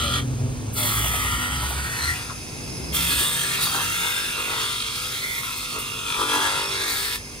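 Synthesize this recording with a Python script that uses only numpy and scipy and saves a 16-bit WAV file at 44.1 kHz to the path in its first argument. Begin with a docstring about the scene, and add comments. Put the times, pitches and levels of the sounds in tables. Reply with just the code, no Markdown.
"""A buzzing rasp over engine drone: a curved plastic lens is already on the disc of a bench grinder.
It is pressed to the disc three times. Part of the grit pattern comes back each turn, so filtered noise
buzzes at shaft speed and rings the lens resonances; slaps, knocks, chips and rim shrills join in.
Between cuts the bearings hiss (coloured noise) over motor hum (sines). In the lane outside, gliding
harmonic engine notes fade over swelling noise. A phone listens from close by in the open yard."""
import sys
import numpy as np
from scipy import signal
from scipy.fft import rfft, irfft
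from scipy.io import wavfile
from scipy.ndimage import uniform_filter1d, map_coordinates

SR = 44100
rng = np.random.default_rng(int(sys.argv[2]) if len(sys.argv) > 2 else 0)


def generate_wav(sig):
    """Save sig (samples, or channels by samples) to the path in sys.argv[1] as 16-bit PCM at SR."""
    pcm = np.round(np.clip(np.atleast_2d(sig).T, -1, 1) * 32767).astype(np.int16)
    wavfile.write(sys.argv[1], SR, pcm)


N = 326340
T = np.arange(N) / SR
FREQ = np.maximum(np.arange(N // 2 + 1) * SR / N, 1)
# place of the phone: 0 on the far side, 1 beside the housing
BESIDE = np.clip((T - 1.8) / .4, 0, 1)


def undb(db):
    """Decibels to gain."""
    return 10 ** (np.asarray(db) / 20)


def unit(x):
    """Scale so that the middle of the channels has rms 1."""
    return x / np.std(np.atleast_2d(x).mean(axis=0))


def curve(rows, axis=1):
    """One column of a table, joined by straight lines in time."""
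    rows = np.array(rows)
    return np.interp(T, rows[:, 0], rows[:, axis])


def during(start, end, fade_s):
    """1 from start to end, fading to 0 outside."""
    return np.clip(1 + np.minimum(T - start, end - T) / fade_s, 0, 1)


def swell(middle, half_s, t=T):
    """A bell-shaped rise and fall with top 1."""
    return np.exp(-np.minimum(((t - middle) / half_s) ** 2, 20))


def over_freq(rows, axis=1):
    """One column of a table, joined on a log-frequency axis."""
    rows = np.array(rows)
    return np.interp(np.log(FREQ), np.log(rows[:, 0]), rows[:, axis])


def lift(freq, hz, width, db):
    """The bump in dB that one resonance adds."""
    return db / (1 + (2 * (freq - hz) / width) ** 2)


def colour(points, modes=(), freq=FREQ):
    """Gain per frequency: a smooth slope lifted by resonances."""
    hz, db = np.transpose(points)
    slope_db = np.interp(np.log(freq), np.log(hz), db)
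    return undb(slope_db + sum(lift(freq, *mode) for mode in modes))


def shape(x, gain):
    """Filter by a gain per frequency."""
    return irfft(rfft(x) * gain, N)


def steady(x, window_s=0.1):
    """Hold the running rms of the middle of the channels at 1."""
    return x / np.sqrt(uniform_filter1d(x.mean(axis=0) ** 2, int(window_s * SR)) + 1e-18)


def walk(rate):
    """Random levels held 1 / rate s and slewed twice; spread 1."""
    hold = int(SR / rate)
    steps = np.repeat(rng.standard_normal(N // hold + 1), hold)
    return unit(uniform_filter1d(uniform_filter1d(steps, hold), hold)[:N])


def patches(grid):
    """A random field over frequency and time, smooth in both; spread 1."""
    field = rng.standard_normal(grid)
    for _ in range(2):
        field = uniform_filter1d(uniform_filter1d(field, size=4, axis=0), size=14, axis=1)
    return field / np.std(field)


def wide_noise(gain, width_hz):
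    """Coloured stereo noise, alike left and right in the bass and unrelated above width_hz."""
    mid, side = rng.standard_normal((2, N))
    side = shape(side, np.minimum(FREQ / width_hz, 1) ** 0.7)
    return unit(shape(mid + np.array([side, -side]), gain))


# the grinder at the two microphone ports, from the far side and from beside the housing:
# (freq_hz, left_lead_rad, left_minus_right_db, scattered_share 0-1)
FAR_SIDE_PORTS = [(200, .1, -2, .04), (500, .4, 0, .1), (760, 1, 7, .12), (950, 0, .5, .08),
                  (1350, 1.2, 1, .08), (1750, 2.1, 1, .15), (1980, 2.6, 5, .2), (2400, .4, 0, .3),
                  (2720, -2.3, -3, .25), (3050, -.3, -3, .2), (3600, 1.1, 1, .2), (3850, -.9, 0, .2),
                  (4400, .2, -1.5, .2), (4950, .8, -1.5, .2), (5400, 2.5, -4, .2), (6900, 2.7, 1, .15),
                  (9200, 0, 0, .07), (11700, -3.14, 0, .01), (14000, -6.28, 0, .1), (15600, -8.4, 0, .2)]
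BESIDE_PORTS = [(200, .1, -2, .04), (700, .5, 2.5, .12), (950, .5, 2, .08), (1130, 1.2, 4, .1),
                (1450, 1.2, 10, .15), (1700, 1.5, 7, .35), (2000, 2.3, -3, .22), (2170, 2.9, -1.5, .2),
                (2450, .9, 0, .22), (2750, 1.6, -1, .2), (3020, 2.5, -4, .27), (3250, .6, -1, .25),
                (3500, .5, 2.5, .18), (4050, .7, -3, .3), (4500, 0, -1, .25), (5600, 2, -6, .4),
                (6200, .8, -2.5, .45), (6800, 1.7, 1, .25), (7600, 2.2, 0, .15), (9200, 0, 0, .1),
                (11700, -3.14, 0, .01), (14000, -6.28, 0, .1), (15600, -8.4, 0, .2)]
SCATTER_S = .014  # decay time of the scatter


def ports(rows):
    """Path to each port: the direct sound plus scatter from motor, bench, ground and walls."""
    lead, pan_db, share = (over_freq(rows, axis=k) for k in range(1, 4))
    sign = np.array([[1], [-1]])  # left, right
    echoes = rng.standard_normal((2, N)) * (T / SCATTER_S) ** .5 * np.exp(-T / SCATTER_S)
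    echoes = rfft(echoes / np.linalg.norm(echoes, axis=1, keepdims=True))
    direct = np.exp(.5j * sign * lead)
    balance = undb(sign * pan_db / 2) / np.sqrt(np.cosh(pan_db * np.log(10) / 20))
    return balance * (np.sqrt(1 - share) * direct + np.sqrt(share) * echoes)


def hear(x, gain, paths):
    """Colour a sound and carry it to the ports, first from the far side, then from beside the housing."""
    far, near = shape(x, gain * paths)
    return far + BESIDE * (near - far)


# notes from the lane, mostly engines: (start_s, end_s, first_pitch_hz, last_pitch_hz, level_db before trim)
ENGINE_NOTES = [(0.03, 0.198, 72, 83.5, -30.5), (0.13, 0.5, 123, 131, -27),
                (0.291, 1.024, 104, 111.8, -30.5), (1.104, 1.325, 98.4, 94.8, -33),
                (0.17, 0.33, 280, 270, -33.5), (0.017, 0.422, 243, 232, -37.5),
                (0.06, 0.085, 580, 560, -37), (.815, 0.835, 615, 598, -36), (1.2, 1.55, 250, 246, -42.5),
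                (2.8, 3.15, 262, 271, -47.5), (2.8, 2.81, 360, 390, -41), (2.92, 2.98, 420, 395, -42.5),
                (0.419, 0.86, 246, 252, -38), (0.96, 1.28, 59, 61.6, -31.5), (1.368, 1.35, 61.6, 62, -24),
                (1.53, 1.84, 66.1, 68.3, -30.5), (2.04, 2.14, 74.6, 83.2, -30.5),
                (2.85, 3.19, 70, 65.4, -33.5), (2.817, 3.087, 160.9, 168.2, -36.5),
                (3.3, 4.04, 169, 175.8, -43), (3.15, 3.89, 134.3, 137.5, -44.5)]
DRONE_FADE_S = .055
OVERTONE_DB, OVERTONE_DB_PER_OCTAVE = -17, -6.5  # level at the second harmonic, slope above it


def exhaust(waver=0.0052, rough_db=1.5, lag_s=0.00035, count=6):
    """Gliding engine notes with weak overtones; they reach the left port first."""
    out = np.zeros((2, N))
    wobble, throb = 1 + waver * walk(24.35), undb(rough_db * walk(30.2))
    for start, end, first_hz, last_hz, db in ENGINE_NOTES:
        gain = np.sqrt(2) * during(start, end, DRONE_FADE_S) * undb(db) * throb
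        on = gain > 0
        hz = np.interp(T[on], [start, end], [first_hz, last_hz]) * wobble[on]
        lag_turns = hz * np.array([[0], [lag_s]])
        phase = 2 * np.pi * (rng.random() + np.cumsum(hz) / SR - lag_turns)
        note = np.sin(phase)
        for k in range(2, count + 1):
            overtone = undb(OVERTONE_DB + OVERTONE_DB_PER_OCTAVE * np.log2(k / 2))
            note = note + overtone * np.sin(k * phase + 2 * np.pi * rng.random())
        out[:, on] += gain[on] * note
    return out


# colour of the traffic's low rumble and of its roar: (freq_hz, relative_level_db per Hz)
RUMBLE_COLOUR = [(20, -28), (35, -1), (55, 10), (90, 7.5), (130, 12), (180, -1.5), (300, -40)]
ROAR_COLOUR = [(120, -3.5), (190, 6), (260, 4.5), (380, -1), (600, -6.5), (1000, -11), (2000, -32.5)]
# vehicles swell and fade over the distant traffic:
# (nearest_s, half_length_s, rumble_level_db, roar_level_db), both before trim
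VEHICLE_PASSES = [(0.297, 0.99, -28.5, -38.5), (1.75, 0.7, -34, -58), (2.863, 0.31, -34.5, -37),
                  (3.75, 0.16, -41, -46)]
TRAFFIC_RUMBLE_DB, TRAFFIC_ROAR_DB = -41.5, -49  # distant traffic, before trim


def traffic_level(column, far_db):
    """Distant traffic and passing vehicles, added as powers."""
    passing = sum(undb(row[column]) ** 2 * swell(*row[:2]) for row in VEHICLE_PASSES)
    return np.sqrt(undb(far_db) ** 2 + passing)


def lane(rumble_db=-4.0, roar_db=-2, drone_db=-1.5):
    """Traffic outside: exhaust notes over rumble and roar noise that swells as each vehicle passes."""
    rumble = traffic_level(2, TRAFFIC_RUMBLE_DB) * undb(rumble_db)
    roar = traffic_level(3, TRAFFIC_ROAR_DB) * undb(roar_db)
    out = wide_noise(colour(RUMBLE_COLOUR), width_hz=970) * rumble
    out = out + wide_noise(colour(ROAR_COLOUR), width_hz=560) * roar
    return out + exhaust() * undb(drone_db)


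# colour of the free-running grinder: (freq_hz, relative_level_db per Hz)
IDLE_COLOUR = [(60, 4), (130, -3.5), (300, -1), (600, -8), (1200, -8), (1850, -11.5), (2500, -11),
               (3100, -10.5), (3700, -10), (5500, -10.5), (7500, -11), (10000, -11), (12000, -22),
               (15500, -21)]
# level of its air hiss: (time_s, level_db before trim)
HISS_LEVEL = [(2.9, -35), (7.3, -37)]
# resonances of the housing (heard from the far side) and of the bearings (from beside it):
# (freq_hz, width_hz, lift_db)
HOUSING_MODES = [(1850, 400, 3.5), (2550, 310, 3.5), (4300, 700, -1), (4750, 200, 0), (6350, 770, 9),
                 (7500, 900, -3), (8550, 300, 4), (9900, 220, 8)]
BEARING_MODES = [(2120, 160, 11), (2570, 390, 10), (4660, 160, 4), (5100, 450, 7), (6240, 450, 9.5),
                 (7850, 800, -1.5), (9100, 150, 4), (10600, 180, 0), (10270, 240, 14)]
# motor hum lines: (pitch_hz, level_db rms, around which each wavers)
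HUM_LINES = [(49.3, -52), (100, -52.5), (148, -60.5), (247, -54), (296, -59.5), (394, -58.5),
             (443.5, -60.5), (493, -57.5)]


def motor(paths, hiss_db=-3.5, far_side_db=-4, shadow_hz=8000, loaded_db=-5, diffuse_db=-10):
    """Fan air hisses over the hum, dull from the far side; beside the housing the bearings ring out."""
    far_gain = colour(IDLE_COLOUR, HOUSING_MODES) / np.hypot(1, FREQ / shadow_hz)
    near_gain = colour(IDLE_COLOUR, BEARING_MODES)
    hisses = []
    for gain, path in zip((far_gain, near_gain), paths):
        straight = unit(shape(rng.standard_normal(N), gain * path))
        thrown_back = undb(diffuse_db) * wide_noise(gain, width_hz=1200)  # by the yard
        hisses.append(straight + thrown_back)
    far, near = hisses
    # side load takes up the play of the bearings and quiets them
    load = sum(during(start, end, fade_s=0.03) for start, end, *_ in LENS_CUTS)
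    near = near * undb(loaded_db * load)
    air = np.sqrt(BESIDE) * near + np.sqrt(1 - BESIDE) * undb(far_side_db) * far
    hum = 0
    for hz, db in HUM_LINES:
        level = np.sqrt(2) * undb(db + 0.77 * walk(4.86))
        hum = hum + level * np.sin(2 * np.pi * (hz * T + rng.random()))
    return air * undb(curve(HISS_LEVEL) + hiss_db) + hum


# level of the bearing whine: (time_s, level_db rms)
WHINE_LEVEL = [(1.8, -70), (2.25, -54), (2.9, -44), (3.3, -51), (7.1, -49.5), (7.25, -51)]
WHINE_HZ, WHINE_WIDTH_HZ = 5094, 87


def whine(path):
    """One bearing sings as noise in a narrow band, loudest while the disc runs free."""
    ring = 1 / (1 + 2j * (FREQ - WHINE_HZ) / WHINE_WIDTH_HZ) ** 2
    return unit(shape(rng.standard_normal(N), ring * path)) * undb(curve(WHINE_LEVEL))


# the shaft barely slows while the lens cuts: (time_s, speed_turns_per_s before jitter)
SHAFT_SPEED = [(0, 49.4), (.6, 49.4), (1.1, 49.08), (2, 49.05), (2.8, 49.3), (3.7, 49.2), (4.3, 49.35),
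               (5.1, 49.24), (6.2, 49.27), (6.8, 49.18), (7.4, 49.3)]


def shaft_turns():
    """Turns of the shaft so far, with a slight random jitter of speed."""
    return np.cumsum(curve(SHAFT_SPEED) * (1 + 0.000364 * walk(12))) / SR


def disc_face(turns, kept, spread_db, size):
    """Grains round the disc, read as it spins; each turn keeps a share of the pattern and renews the rest."""
    kept = np.clip(kept, 0, .98)
    grid = (int(turns[-1]) + 2, size)
    grain_db = spread_db * np.minimum(rng.exponential(size=grid), 3.5)
    fresh = rng.standard_normal(grid) * undb(grain_db)
    fresh[0] /= np.sqrt(1 - kept ** 2)  # the first turn is as strong as the later ones
    face = signal.lfilter([1], [1, -kept], fresh, axis=0).ravel()
    return unit(map_coordinates(face, [turns * size], order=3, mode="nearest"))


# chips fly off: (peak_s, level_db)
CHIP_SPURTS = [(.748, -35), (1.63, -38), (1.7, -35), (2.955, -27), (3.635, -27), (5.58, -37), (5.8, -35)]
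# colour of the chips: (freq_hz, relative_level_db per Hz)
CHIP_COLOUR = [(3000, -22), (6000, -14), (8500, 3), (13000, 6), (15500, -6)]


def spits(paths, rise_s=.016, decay_s=0.026):
    """Chips tear off the edge in short bright spurts of noise."""
    level = 0
    for s, db in CHIP_SPURTS:
        rise = swell(s, rise_s, np.minimum(T, s))
        level = level + undb(db) * rise * np.exp(-np.clip((T - s) / decay_s, 0, 20))
    return unit(hear(rng.standard_normal(N), colour(CHIP_COLOUR), paths)) * level


# the thin rim shrills: (middle_s, half_length_s, level_db before trim)
RIM_SHRILLS = [(3.053, 0.015, -31), (3.2, 0.092, -26), (3.403, 0.13, -30.5)]


def rim(turns, path, hz=8420, width_hz=420, trim_db=-3):
    """A narrow high resonance of the rim, scraped by grit that comes round with the shaft."""
    ring = 1 / (1 + 2j * (FREQ - hz) / width_hz) ** 2
    scrape = unit(shape(disc_face(turns, kept=.4, spread_db=1.5, size=896), ring * path))
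    return scrape * sum(undb(db + trim_db) * swell(s, half) for s, half, db in RIM_SHRILLS)


# the lens jumps and knocks on the disc: (start_s, level_db before trim, pitch_hz)
LENS_KNOCKS = [(.972, -16.5, 1270), (1.043, -16.5, 820), (1.138, -18, 774), (1.245, -24, 840),
               (1.62, -21.5, 830), (1.702, -20, 760), (1.774, -25, 900), (2.296, -18.5, 1110),
               (3.205, -21, 360), (3.581, -19, 1160), (3.665, -13, 1053), (3.741, -13, 1080),
               (3.783, -14.5, 1130), (3.805, -19, 1040), (4.523, -19.5, 1050), (6.327, -23, 1150)]


def knocks(paths, trim_db=-2, rise_s=0.0097, decay_s=0.012, q=2.0):
    """Each jump is a short hard bite of noise that rings the bending mode nearest the point of contact."""
    out, grit = np.zeros(N), rfft(rng.standard_normal(N))
    for s, db, hz in LENS_KNOCKS:
        on = (T > s) & (T < s + .5)
        age = T[on] - s
        blow = undb(db + trim_db) * (1 - np.exp(-age / rise_s)) * np.exp(-np.minimum(age / decay_s, 20))
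        ring = 1 / (1 + 1j * q * (FREQ / hz - hz / FREQ)) ** 2
        out[on] += blow * unit(irfft(grit * ring, N))[on]
    return hear(out, 0.94, paths)


# the lens flutters on the high spot of the disc: (middle_s, half_length_s, pitch_hz, level_db)
HIGH_SPOT_SLAPS = [(.16, 0.054, 1360, -36), (.93, .08, 1290, -39), (1.261, .1, 1920, -37),
                   (4.71, 0.23, 3496, -33), (5.18, 0.046, 3620, -33), (5.488, 0.063, 1300, -39),
                   (6.134, 0.05, 3420, -31.5), (6.113, 0.059, 2434, -31), (6.567, 0.04, 3400, -39)]
HIGH_SPOT_TURNS = .1


def slaps(turns, paths, q=4.2, scatter_db=1.2):
    """Held loosely, the lens meets only the high spot: one short scrape per turn rings one resonance."""
    high_spot = np.exp(-((turns % 1 - .5) / HIGH_SPOT_TURNS) ** 2)
    touch = unit(disc_face(turns, kept=0.79, spread_db=0.5, size=896) * high_spot)
    touch = rfft(touch * undb(scatter_db * walk(40)))
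    out = 0
    for s, half, hz, db in HIGH_SPOT_SLAPS:
        ring = 1 / (1 + 1j * q * (FREQ / hz - hz / FREQ)) ** 2
        out = out + unit(irfft(touch * ring, N)) * undb(db) * swell(s, half)
    return hear(out, 0.88, paths)


# a fresh edge meets the disc and throws bright dust until it is blunt: (start_s, sharpness 0-1)
EDGE_STROKES = [(0.768, 0.84), (1.9, 0.03), (2.94, 0.55), (3.63, 0.36), (4.95, 0.24), (5.3, 0.14),
                (6.9, 0.37)]
BLUNT_S = 0.54  # time an edge lasts
ATTACK_S = 0.041  # the lens settles on the disc


def freshness():
    """Sharpness of the edge: renewed at a stroke, then worn away."""
    return sum(sharp * np.clip(1 + (T - s) / ATTACK_S, 0, 1) * swell(s, BLUNT_S)
               for s, sharp in EDGE_STROKES)


# the lens on the disc: (start_s, end_s, first_rasp_level_db before zone trim, easing_db_per_s of the hand,
# release_s, then flexing_db, ringing_db and dust_db relative to the rasp)
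LENS_CUTS = [(-0.1, 0.191, -27.5, 6.9, 0.019, -15.5, -0.5, -8),
             (0.766, 2.197, -31, 4.16, 0.083, -10.5, -2.5, -3.5),
             (2.937, 7.158, -28, 2.52, 0.022, -16, -6, -5)]
# the hand leans harder: (middle_s, half_length_s, extra_pressure_db)
HAND_PUSHES = [(0.183, 0.04, 2), (2.057, 0.083, 6.5), (3.129, 0.021, 3.5), (3.223, 0.035, 3.5),
               (3.62, 0.045, 3), (4.098, 0.15, 2), (4.65, 0.11, 2.7), (6.15, 0.075, 2.5), (6.346, 0.032, 2),
               (6.4, 0.25, 8.5), (6.843, 0.093, 1.5), (6.993, 0.36, 8)]
# the lens chatters and its low modes swell or sink: (middle_s, half_length_s, flexing_db, ringing_db)
LENS_CHATTERS = [(1.35, 0.36, 1.5, 6.5), (2.083, 0.041, -8, 4.5), (2.32, 0.056, 7, 11),
                 (3.774, 0.051, 10.5, 7), (4.056, 0.04, 8, 3), (4.382, 0.031, 7.5, 6), (4.53, 0.11, 9, 5),
                 (4.677, 0.08, 0.5, 1.5), (5.48, 0.04, -6, 5.5), (5.775, 0.029, 13, 7),
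                 (6.215, 0.038, 6.5, 3), (6.375, 0.033, 3, -3), (6.416, 0.47, 12, 8.5),
                 (6.85, 0.43, 1, -2.5)]
FRESH_DUST_DB = 9  # extra dust at sharpness 1


def zone_gains():
    """All four zones follow the hand's pressure; chatter moves the low two, a fresh edge lifts the dust."""
    push_db = sum(db * swell(s, half) for s, half, db in HAND_PUSHES)
    flex_db, ring_db = (sum(row[k] * swell(*row[:2]) for row in LENS_CHATTERS) for k in (2, 3))
    zones = 0
    for start, end, db, easing, release_s, *balance_db in LENS_CUTS:
        contact = np.clip(.5 + (T - start) / ATTACK_S, 0, 1)
        contact = contact * np.exp(-np.clip((T - end) / release_s, 0, 20))
        pressure = contact * undb(db - easing * np.clip(T - start, 0, end - start) + push_db)
        zones = zones + np.outer(undb([0, *balance_db]), pressure)
    rasp, flex, ring, dust = zones
    return rasp, flex * undb(flex_db), ring * undb(ring_db), dust * undb(FRESH_DUST_DB * freshness())


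# colour of the scraping itself: (freq_hz, relative_level_db)
SCRAPE_COLOUR = [(280, 7.5), (600, 2.5), (1200, 11.5), (1700, 1), (2200, 2.5), (2800, 7), (3400, 4.5),
                 (4500, 3), (5400, -7), (7500, -8.5), (10000, -10.5), (13000, -14), (15500, -17)]
# fixed lens resonances when its long edge or its curved end is ground: (freq_hz, width_hz, lift_db)
LONG_EDGE_MODES = [(550, 150, -4), (730, 170, 4), (969, 70, 4), (1180, 150, 2), (1370, 230, 9),
                   (1560, 110, -6), (2720, 160, -3), (2920, 130, 4), (3450, 140, 3), (3870, 180, 3),
                   (4200, 400, 2), (4780, 250, 3), (5400, 600, 1), (9100, 1500, 4)]
CURVED_END_MODES = [(420, 200, 9), (700, 160, -3), (940, 120, 10), (1110, 100, 2), (1240, 100, 1.5),
                    (1390, 210, 8.5), (1550, 70, -3), (1630, 90, 1.5), (2160, 220, 4), (2470, 190, 2),
                    (3000, 190, -3.5), (3310, 160, 2.5), (1900, 130, 3), (2780, 140, 2.5), (3740, 300, 2),
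                    (4600, 600, 4), (5400, 400, 3), (6120, 250, 0.5), (6500, 300, -3), (6820, 300, 3),
                    (8400, 500, 4), (10400, 900, 4), (11600, 600, -4), (12700, 900, 3)]
# reference pitch of the gliding resonances, along the long edge, then the curved end: (time_s, pitch_hz)
LONG_EDGE_BEND = [(.15, 3240), (0.8, 3400), (.95, 3310), (1.05, 3320), (1.25, 3230), (1.45, 3170),
                  (1.9, 3180)]
CURVED_END_BEND = [(2.97, 3520), (3.14, 3395), (3.27, 3550), (3.5, 3607), (3.8, 3620), (4.1, 3580),
                   (4.4, 3460), (4.9, 3400), (5.2, 3600), (5.8, 3500), (6.4, 3360), (6.85, 3650),
                   (7.14, 3560)]
# resonances and the dips between them that glide with it: (ratio to the reference pitch, width_hz,
# then lift before drift: free_edge_db, edge_under_thumb_db, curved_end_db)
GLIDING_MODES = [(.49, 201, -1, 3, 4.5), (0.601, 230, 16.5, 8.5, 2.5), (0.755, 220, 7.5, 2, 1.5),
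                 (.89, 161, -5, -4, 1.5), (0.998, 636, 10, -0.5, 6.5), (1.3, 600, 1.5, -6.5, -3)]
BEND_WANDER_DB = 2.5  # each lift drifts by chance
# narrow bands of the rasp's colour that swell or sink for a moment:
# (middle_s, half_length_s, freq_hz, lift_db)
BAND_SWELLS = [(.1, .15, 2020, -14), (0.105, 0.13, 4080, 6), (.1, .15, 4650, 2), (.1, 0.16, 960, -15),
               (.1, .15, 1570, -7), (.1, .15, 2950, -1), (0.15, .06, 1710, 13), (0.833, 0.061, 3290, 9),
               (0.855, 0.068, 1230, -14), (.88, 0.15, 2740, -6), (1.037, .04, 2900, 16),
               (1.2, 0.33, 1950, 7), (2.045, 0.049, 4130, 22), (2.096, 0.039, 2000, 16),
               (2.156, 0.021, 2590, 14.5), (3.139, .04, 4240, 12), (3.294, 0.07, 3620, 8),
               (3.63, 0.026, 3880, 12), (3.653, 0.061, 4550, 11), (3.68, 0.16, 1960, 1.5),
               (4.2, 0.4, 2470, 3.5), (4.15, .2, 3550, 5), (4.37, 0.031, 4000, 9), (4.2, 0.21, 1610, 10),
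               (4.303, 0.14, 2870, 7), (4.64, 0.17, 1440, 4), (4.9, 0.16, 497, 16), (5.2, 0.86, 1714, -11),
               (5.1, 0.42, 2660, -11), (5.325, 0.11, 2040, 19), (5.954, 0.14, 2800, 6),
               (6.365, 0.033, 970, -0.5), (6.554, 0.1, 2040, -0.5), (6.9, 0.25, 4600, 3.5),
               (6.9, 0.24, 3300, -4), (6.9, 0.23, 3950, 3.5), (6.924, 0.14, 2500, -4),
               (6.98, 0.21, 2750, -9), (7.1, 0.072, 1770, 1)]
BAND_WIDTH_HZ = 220
REGRIP_S = 2.6  # the hands turn from the long edge to the curved end
THUMB_START_S, THUMB_END_S = 1.37, 1.7  # the thumb flattens on the long edge
DULL_TILT_DB, FRESH_TILT_DB = 0.5, 15  # tilt above 8 kHz when dull, its rise when fresh, dB per octave


def lens_gain(freq, times):
    """Response of the held lens, frequency by time: grip, gliding resonances and many weak shell modes."""
    on_edge = times < REGRIP_S
    edge_gain = colour(SCRAPE_COLOUR, LONG_EDGE_MODES, freq)
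    end_gain = colour(SCRAPE_COLOUR, CURVED_END_MODES, freq)
    gain = np.where(on_edge, edge_gain, end_gain)
    edge_hz = np.interp(times, *np.transpose(LONG_EDGE_BEND))
    end_hz = np.interp(times, *np.transpose(CURVED_END_BEND))
    bend_hz = np.where(on_edge, edge_hz, end_hz)
    tilt_db = DULL_TILT_DB + FRESH_TILT_DB * np.interp(times, T, freshness())
    db = tilt_db * np.log2(np.maximum(freq / 8000, 1))
    for ratio, width, free_db, thumb_db, end_db in GLIDING_MODES:
        edge_db = np.interp(times, [THUMB_START_S, THUMB_END_S], [free_db, thumb_db])
        drift_db = BEND_WANDER_DB * np.interp(times, T, walk(5.03))
        db = db + lift(freq, ratio * bend_hz, width, np.where(on_edge, edge_db, end_db) + drift_db)
    for s, half, hz, rise in BAND_SWELLS:
        db = db + lift(freq, hz, BAND_WIDTH_HZ, rise * swell(s, half, times))
    # the weak modes wax and wane as the contact point wanders over their nodes
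    return gain * undb(db + 2.1 * patches(db.shape))


# zones of the cut, in the order rasp, flexing, ringing, dust:
# (low_hz, high_hz, share of the grit pattern kept per turn 0-1, trim_db)
CUT_ZONES = [(1670, 10300, 0.44, 0.39), (276, 1010, 0.86, 1.0), (1154, 2080, 0.8, -2.5),
             (5650, 18300, 0, 0.5)]


def grinding(turns, paths, lump_db=1.0, runout_db=0.46, tremble_db=1.0, sway=0.18, size=1024):
    """Grit scrapes the lens; high spots of the disc and the trembling hand vary the bite."""
    bite_db = lump_db * disc_face(turns, kept=0.83, spread_db=5.5, size=14)
    bite_db = bite_db + runout_db * np.cos(2 * np.pi * turns) + tremble_db * walk(35)
    bite = undb(bite_db)
    grit = np.array([disc_face(turns, kept, spread_db=1.21, size=896) * bite for _, _, kept, _ in CUT_ZONES])
    freq, times, frames = signal.stft(grit, SR, nperseg=size)
    response = lens_gain(np.maximum(freq, 1)[:, None], times)
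    # as the lens tilts, each mode beams now towards one port, now towards the other
    beam = 1 + sway * np.multiply.outer([1, -1], patches(response.shape))
    rung = signal.istft(frames[:, None] * response * beam, SR, nperseg=size)[1][..., :N]
    out = 0
    for sound, gain, (low_hz, high_hz, _, trim_db) in zip(rung, zone_gains(), CUT_ZONES):
        band = 1 / np.sqrt((1 + (low_hz / FREQ) ** 16) * (1 + (FREQ / high_hz) ** 16))
        out = out + steady(hear(sound, band, paths)) * gain * undb(trim_db)
    return out


def scene():
    """The shaft turns the disc against the lens; the motor runs on and the lane lies behind."""
    turns = shaft_turns()
    paths = np.array([ports(FAR_SIDE_PORTS), ports(BESIDE_PORTS)])
    background = lane() + motor(paths) + whine(paths[1])
    accents = spits(paths) + rim(turns, paths[1]) + knocks(paths) + slaps(turns, paths)
    return background + accents + grinding(turns, paths)


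TOP_HZ = 15650


def record(dry):
    """The phone thins the deep bass and cuts the top."""
    dry = signal.sosfilt(signal.butter(2, 36, "high", fs=SR, output="sos"), dry)
    return signal.sosfilt(signal.ellip(10, .2, 80, TOP_HZ, fs=SR, output="sos"), dry)


dry = scene()
out = record(dry)
generate_wav(out)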